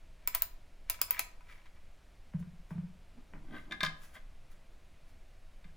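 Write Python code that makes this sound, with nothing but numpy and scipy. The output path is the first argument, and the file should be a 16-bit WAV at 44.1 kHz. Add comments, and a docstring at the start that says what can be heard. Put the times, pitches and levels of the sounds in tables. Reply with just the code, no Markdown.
"""Seven sharp clicks in two short runs, close to the microphone: the advance wheel of an old roll-film
camera is turned and its pawl snaps over the teeth. The body is set down and rocks on a wooden table.
Fingers then slide to the loose plastic back, which clacks as it is picked up and is laid softly on
the body. A stereo microphone hears it all at the table, in a small, quiet room with a low rumble."""
import sys
import numpy as np
from scipy import signal
from scipy.fft import rfft, irfft, next_fast_len
from scipy.io import wavfile

SR = 44100
rng = np.random.default_rng(int(sys.argv[2]) if len(sys.argv) > 2 else 0)


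def master(y):
    """Save y as 16-bit WAV."""
    cut = np.clip(np.atleast_2d(y).T, -1, 1)
    pcm = np.round(cut * 32767)  # scale
    wavfile.write(sys.argv[1], SR, pcm.astype(np.int16))


N = 254180
TIME = np.arange(N) / SR
HIT_TIME = TIME[:SR // 2]   # half a second for one impact to ring out

# the pawl drops off a tooth: t/s, level/dB, housing ring/dB, spring ring/dB, pawl ring/dB, shaft rasp/dB
PAWL_DROPS = [(0.2750, -0.5, 6, 5.5, 2.5, -54.5), (0.3490, 0.5, 4, -3.5, 0, -47.5),
              (0.4212, 2.1, 3, 5.5, -1.5, -53), (0.899, -1, 4, 2.5, -0.5, -55), (1.0154, 1.3, 1, 3, 0, -56),
              (1.1080, 2.2, 6.5, 0, -4, -64), (1.1934, -2, 5.5, 0, -2.5, -39)]
# colour of the pawl's broad crack: f/Hz, level/dB
PAWL_CRACK = [(100, -23), (400, -17), (800, -13), (2500, -6.5), (6000, -8.5), (9000, -5), (11500, -9),
              (13200, 1), (14700, 2), (16000, -32)]
# modes of the camera housing: f/Hz, width/Hz, level/dB
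HOUSING_MODES = [(673, 21, -2.5), (988, 34, -1), (1320, 69, -3), (1527, 41, -4.5), (1970, 110, -10.5),
                 (2260, 82, 2), (2610, 290, -6.5)]
# modes of the back's plastic shell: f/Hz, width/Hz, level/dB
SHELL_MODES = [(662, 76, -5), (784.5, 6.9, -0.5), (1033, 18, 6), (1138, 22, 0.5), (1226, 27, 4.5),
               (2093, 22, 9), (2260, 16, -2.5), (2320, 60, 3), (2880, 75, -12.5), (3090, 28, 6),
               (3640, 44, -5.5), (3673, 126, 0), (3650, 163, 6), (4620, 130, -7), (4940, 90, -7.5),
               (5800, 160, -32)]


def ratchet(crack_s=0.0034, clatter_s=0.014, slide_s=0.0006):
    """The pawl scrapes over a tooth and snaps down: its spring pings high, the housing answers lower."""
    # modes of the pawl and of its spring: f/Hz, width/Hz, level/dB
    pawl_modes = [(3550, 184, -35), (4070, 110, 0), (5060, 240, 2), (5300, 68, -6.5), (7200, 127, 7),
                  (8820, 190, -0.5), (10300, 194, -4.5), (11670, 450, 4)]
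    spring_modes = [(12900, 150, 4.4), (13420, 580, 4.9), (14430, 380, 11.5), (15570, 280, 10.6),
                    (15330, 450, 10.8)]
    out, lead = np.zeros(N), SR // 100
    for s, db, housing_db, spring_db, pawl_db, _ in PAWL_DROPS:
        force = contact(chatter=0.66, seconds=0.00056)
        slide = from_db(-7) * noise(PAWL_CRACK, lead) * fade(slide_s)[:lead][::-1]   # swells to the snap
        crack = from_db(1) * noise(PAWL_CRACK, len(force)) * fade(crack_s)
        clatter = from_db(-1) * soften(noise(PAWL_CRACK, len(force)) * fade(clatter_s), cut_hz=1900)
        housing = from_db(housing_db) * (resonate(force, HOUSING_MODES, spread_db=1) + clatter)
        spring = from_db(spring_db) * resonate(force, spring_modes, spread_db=4)
        pawl = from_db(pawl_db) * resonate(force, pawl_modes, spread_db=1)
        snap = np.concatenate([slide, crack + pawl + housing + spring])
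        # each click is scaled to its listed level
        add(out, s - lead / SR, from_db(db) * snap / np.linalg.norm(snap))
    return out


def wheel_play(climb_s=0.051, climb_lead_s=0.002):
    """The shaft rasps as the pawl climbs and the spool drags; wheel and spool tick on the housing."""
    # the spool drags round between teeth: peak t/s, length/s, level/dB
    spool_drags = [(0.942, 0.033, -50.5), (1.15, 0.041, -45), (1.503, .085, -54), (1.58, .08, -64.5),
                   (1.66, 0.026, -61), (1.77, 0.06, -67.5)]
    # wheel and spool knock in their play: t/s, level/dB
    ticks = [(0.224, -21.5), (0.990, -9), (1.082, -11.5), (1.148, -17), (1.181, -9), (1.407, -16),
             (1.659, -27)]
    # resonances of the rasping shaft: f/Hz, width/Hz, level/dB
    rasp_modes = [(958, 75, -5.5), (1300, 90, -6), (1630, 166, -4.5), (1980, 250, -3.5), (2306, 72, 2.5),
                  (3030, 1160, -14)]
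    climbs = [(s - climb_lead_s, climb_s, rasp_db) for s, *_, rasp_db in PAWL_DROPS]
    out = rms_one(resonate(slips(), rasp_modes)) * (strokes(climbs) + strokes(spool_drags))
    for s, db in ticks:
        force = contact(chatter=1, seconds=0.007)
        grit = 0.59 * noise(PAWL_CRACK, len(force)) * fade(0.0057)
        ring = resonate(force, HOUSING_MODES, spread_db=3)
        add(out, s, from_db(db) * soften(ring + grit, cut_hz=1000))
    return out


def shell_knocks(crack_s=0.0066):
    """The loose back clacks on the table, then on the body; gripping fingers damp its panel."""
    # knocks of the shell: t/s, level/dB, contact brightness/Hz, panel ring/dB
    knocks = [(3.7102, -11, 3420, 0), (3.7217, -4, 3540, 3), (3.8063, -1, 3900, -2),
              (3.832, 5.5, 7560, 1.5), (3.8370, -6, 4500, -7), (3.8490, 1.5, 4500, -0.5),
              (3.8630, -2.5, 4520, 1), (5.643, -23.5, 2970, -21), (5.687, -39, 2980, 5)]
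    # colour of the plastic's broad crack: f/Hz, level/dB
    crack_colour = [(100, -5), (400, -36), (900, -21.5), (1700, -2), (2700, -11.5), (3800, -9), (7000, -17),
                    (11000, -18), (15000, -17)]
    # modes of the back's flat panel: f/Hz, width/Hz, level/dB
    panel_modes = [(1530, 34, -11), (1614, 20, -2), (1680, 17, 1.5), (1748, 45, -8)]
    out = np.zeros(N)
    for s, db, bright_hz, panel_db in knocks:
        force = contact(chatter=0.5, seconds=0.0008)
        crack = from_db(2) * noise(crack_colour, len(force)) * fade(crack_s)
        shell = resonate(force, SHELL_MODES, spread_db=2.2)
        panel = from_db(15 + panel_db) * resonate(force, panel_modes, spread_db=1.8)
        add(out, s, from_db(db) * soften(shell + panel + crack, bright_hz))
    return out


def table_thumps(rock_count=5, rock_boom_db=-8):
    """The camera rocks from edge to edge, ever weaker; close modes of the table top swell and beat."""
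    # the camera is set down: t/s, level/dB, time between rocks/s, loss per rock/dB
    landings = [(2.341, 3.5, .062, 6.5), (2.779, 1.5, .056, 7.5)]
    # single bumps on the top: t/s, level/dB, boom relative to that level/dB
    bumps = [(2.709, -4, -7), (2.75, -3, -7), (3.336, -18.5, 24), (3.714, -38, -2), (3.83, -7, 27.5),
             (5.648, -19.5, 19)]
    # modes of the top and of its lingering boom: f/Hz, width/Hz, level/dB
    top_modes = [(87, 16.7, 10.5), (153.1, 9.9, 25), (177, 14.2, 24), (218.7, 30.6, 6.5)]
    boom_modes = [(158.7, 5.6, 4.5)]
    rocks = [(s + k * gap_s, db - k * loss_db, rock_boom_db)
             for s, db, gap_s, loss_db in landings for k in range(rock_count)]
    pushes, booms = np.zeros((2, N))
    for s, db, boom_db in rocks + list(bumps):
        add(pushes, s, from_db([db]))
        add(booms, s, from_db([db + boom_db]))
    return soften(resonate(pushes, top_modes) + resonate(booms, boom_modes), cut_hz=830)


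def body_taps():
    """The camera's edges give short, woody taps on the table."""
    # an edge touches the wood: t/s, level/dB
    taps = [(2.337, -23.5), (2.427, -25.5), (2.707, -16), (2.782, -24.5), (3.3362, -17)]
    # modes of the tapped wood: f/Hz, width/Hz, level/dB
    wood_modes = [(314, 91, -1), (430, 140, 1.5), (630, 46, 5.5), (954, 200, 3.5), (1250, 90, -10),
                  (1360, 100, -2.5), (1870, 800, -3.5), (3300, 520, -20)]
    out = np.zeros(N)
    for s, db in taps:
        force = contact(chatter=1, seconds=0.03)
        add(out, s, from_db(db) * resonate(force, wood_modes, spread_db=2.5))
    return out


def rubbing(squeak_db=3.5):
    """Sliding fingers: tiny slips ring the shell and squeak, the table murmurs, the skin hisses."""
    # fingertips on the back, hands on the table, dry skin on the covering: peak t/s, length/s, level/dB
    shell_slides = [(3.555, 0.11, -50), (4.164, 0.05, -50)]
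    table_brushes = [(3.183, 0.088, -55.5), (3.355, 0.083, -53.5), (3.45, 0.11, -56.5), (3.54, 0.12, -47),
                     (3.72, 0.11, -48.5), (3.88, 0.2, -58.5), (4.17, .14, -65.5)]
    skin_wipes = [(1.52, .18, -69), (2.40, 0.05, -65.5), (2.71, 0.073, -67), (3.57, 0.19, -68),
                  (4.04, 0.12, -58.5), (4.15, 0.06, -60), (4.52, 0.046, -64.5), (5.095, 0.088, -72.5),
                  (5.28, 0.13, -86), (5.40, .09, -89)]
    # a fingertip squeaks on the panel's edge: f/Hz, width/Hz, level/dB
    squeak_modes = [(1548, 30, 9), (1660, 250, -5.5), (1990, 130, -1), (3340, 190, -8)]
    # friction colours of table and skin: f/Hz, level/dB
    table_colour = [(60, -21), (150, -1), (240, -2), (330, -7), (450, -17), (700, -16.5), (1200, -26),
                    (4000, -44), (12000, -60)]
    skin_colour = [(300, -2), (1500, 11.5), (4000, 2), (7000, 2.5), (10000, 4), (13000, 1), (15000, 6),
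                   (16500, -17)]
    force = slips()
    shell = rms_one(soften(resonate(force, SHELL_MODES), cut_hz=370))
    squeak = from_db(squeak_db) * rms_one(resonate(force, squeak_modes))
    table = rms_one(noise(table_colour)) * strokes(table_brushes)
    skin = rms_one(noise(skin_colour)) * strokes(skin_wipes)
    return (shell + squeak) * strokes(shell_slides) + table + skin


def room_response(scatter_s=0.012, first_s=0.0022, table_echo_s=0.01, table_echo_db=-17):
    """Scatter from table and hands, an early echo off the table top, a tail whose treble dies first."""
    # reverberation of the small room: f/Hz, time to fall 60 dB/s
    room_t60 = [(150, 0.41), (1000, 0.55), (2500, 0.31), (6000, 0.35), (11000, 0.21), (15000, 0.17)]
    centres = np.geomspace(100, 16000, 9)
    white, tail = rng.standard_normal((2, len(HIT_TIME))), 0
    for hz, share in zip(centres, np.eye(len(centres))):
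        band = shaped(white, lambda f: at_hz(list(zip(centres, share)), f))
        tail = tail + band * fade(at_hz(room_t60, hz) / np.log(1000))
    scatter = rng.standard_normal(white.shape) * fade(scatter_s)
    response = diffuse(*(from_db(-6) * tail + from_db(-9) * scatter))
    response = np.pad(response, ((0, 0), (round(first_s * SR), 0)))
    response[:, round(table_echo_s * SR)] += from_db(table_echo_db)
    return response


def diffuse(mid, side):
    """Two unrelated signals become the room's stereo field."""
    # reflections at the microphone: f/Hz, left-right likeness/0..1
    likeness = [(60, .85), (170, .65), (300, .1), (1000, 0), (7500, .1), (9000, .8), (11000, .94),
                (15000, .96)]
    mid = shaped(mid, lambda hz: np.sqrt((1 + at_hz(likeness, hz)) / 2))
    side = shaped(side, lambda hz: np.sqrt((1 - at_hz(likeness, hz)) / 2))
    return mid + side * [[1], [-1]]


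def microphone_ports(x):
    """Sound from the table reaches the two microphone ports with different phase and level."""
    # left port against right: f/Hz, phase lead/rad
    phase = [(0, 0), (1200, .3), (4800, 1.0), (6200, 0), (7400, -.6), (8300, -3.2), (9500, -5),
             (13400, -9.4), (15700, -12.5)]
    # left port against right: f/Hz, level/dB
    balance = [(40, 0), (170, -1.3), (400, .5), (1600, 2.2), (2400, -.5), (3500, 1.8), (5500, 3), (8000, 0)]
    sides = np.array([[1], [-1]]) / 2
    turn = lambda hz: np.exp(1j * sides * np.interp(hz, *np.transpose(phase)))
    return shaped(x, lambda hz: from_db(sides * at_hz(balance, hz)) * turn(hz))


def room_tone(rumble_db=-50.5, air_db=-67.5):
    """Low rumble and faint air of the room, nearly centred."""
    # colours of rumble and air: f/Hz, level/dB
    rumble = [(4, -14), (11, 0), (18, -4.5), (28, -7.5), (45, -24), (70, -20), (110, -31.5), (170, -35.5),
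              (300, -61), (1000, -69.5)]
    air = [(60, -1.5), (180, 5), (430, -1.5), (640, 2.5), (850, -3.5), (1800, -6), (2300, -4.5),
           (3000, -8.5), (6000, -15.5), (10000, -20), (14500, -28), (15500, -52.5)]
    # stereo width: f/Hz, side against mid/dB
    width = [(30, -38), (70, -31.5), (120, -27.5), (400, -13.5), (1400, -17), (2500, -47.5), (8000, -22),
             (14000, -15)]
    mid, side = [from_db(rumble_db) * rms_one(noise(rumble)) + from_db(air_db) * rms_one(noise(air))
                 for _ in range(2)]
    return mid + shaped(side, lambda hz: from_db(at_hz(width, hz))) * [[1], [-1]]


def contact(chatter, seconds):
    """One sharp impact followed by a brief chatter of the touching faces."""
    force = chatter * rng.standard_normal(len(HIT_TIME)) * fade(seconds)
    force[0] = 1
    return force


def slips(grain_db=6, clump=100):
    """Friction force: tiny slips in clumps of uneven strength, each `clump` samples long."""
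    force = rng.standard_normal(N)
    clump_db = grain_db * rng.standard_normal(N // clump + 1)
    return force * from_db(np.repeat(clump_db, clump)[:N])


def strokes(rows, swell_share=0.43, end_drop_db=16):
    """Gain over time of rubs: each swells to its peak and dies away, evenly in decibels."""
    gain = 0
    for s, length, db in rows:
        away = np.maximum((s - TIME) / swell_share, (TIME - s) / (1 - swell_share)) / length
        gain = gain + from_db(db - end_drop_db * np.minimum(away, 10))
    return gain


def resonate(x, modes, spread_db=0):
    """Parallel resonances of alternating sign; spread_db varies their weights from blow to blow."""
    out = 0
    for k, (hz, width, db) in enumerate(modes):
        r = np.exp(-np.pi * width / SR)
        poles = [1, -2 * r * np.cos(2 * np.pi * hz / SR), r * r]
        mode = signal.lfilter([1, 0, -1], poles, x + 1e-18) * (1 - r * r) / 2
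        out = out + (-1) ** k * from_db(db + spread_db * rng.standard_normal()) * mode
    return out


def soften(x, cut_hz):
    """Gentle loss of treble, as from a softer contact."""
    return signal.sosfilt(signal.butter(1, cut_hz, fs=SR, output="sos"), x)


def fade(seconds):
    """Exponential decay of unit energy."""
    shape = np.exp(-HIT_TIME / seconds)
    return shape / np.linalg.norm(shape)


def noise(colour, size=N):
    """Noise coloured by rows of f/Hz, level/dB."""
    return shaped(rng.standard_normal(size), lambda hz: from_db(at_hz(colour, hz)))


def shaped(x, gain_at):
    """Filter by a gain that is a function of frequency."""
    size = next_fast_len(x.shape[-1] + SR // 10)
    hz = np.arange(size // 2 + 1) * SR / size
    return irfft(rfft(x, size) * gain_at(hz), size)[..., :x.shape[-1]]


def at_hz(points, hz):
    """Read a table along log frequency."""
    f, value = np.transpose(points)
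    return np.interp(np.log(np.maximum(hz, 1)), np.log(f), value)


def from_db(db):
    """Decibels to gain."""
    return 10 ** (np.asarray(db) / 20)


def rms_one(x):
    """Scale to unit power."""
    return x / np.sqrt(np.mean(x ** 2) + 1e-20)


def add(track, s, sound):
    """Mix a sound in at s seconds."""
    start = round(s * SR)
    track[start:start + len(sound)] += sound[:N - start]


def scene(handling_send_db=-1, table_send_db=-6, room_cut_hz=11000):
    """Camera and table close to the microphone, the room's reflections and tone behind them."""
    wheel = ratchet() + wheel_play()
    handling = shell_knocks() + body_taps() + rubbing()
    table = table_thumps()
    sent = wheel + from_db(handling_send_db) * handling + from_db(table_send_db) * table
    room = signal.fftconvolve(soften(sent, room_cut_hz)[None], room_response(), axes=1)[:, :N]
    return microphone_ports(wheel + handling + table + room) + room_tone()


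def record(dry, cutoff_hz=16300):
    """A steep low-pass takes off the highest treble."""
    return signal.sosfilt(signal.ellip(8, .1, 80, cutoff_hz, fs=SR, output="sos"), dry)


dry = scene()
out = record(dry)
master(out)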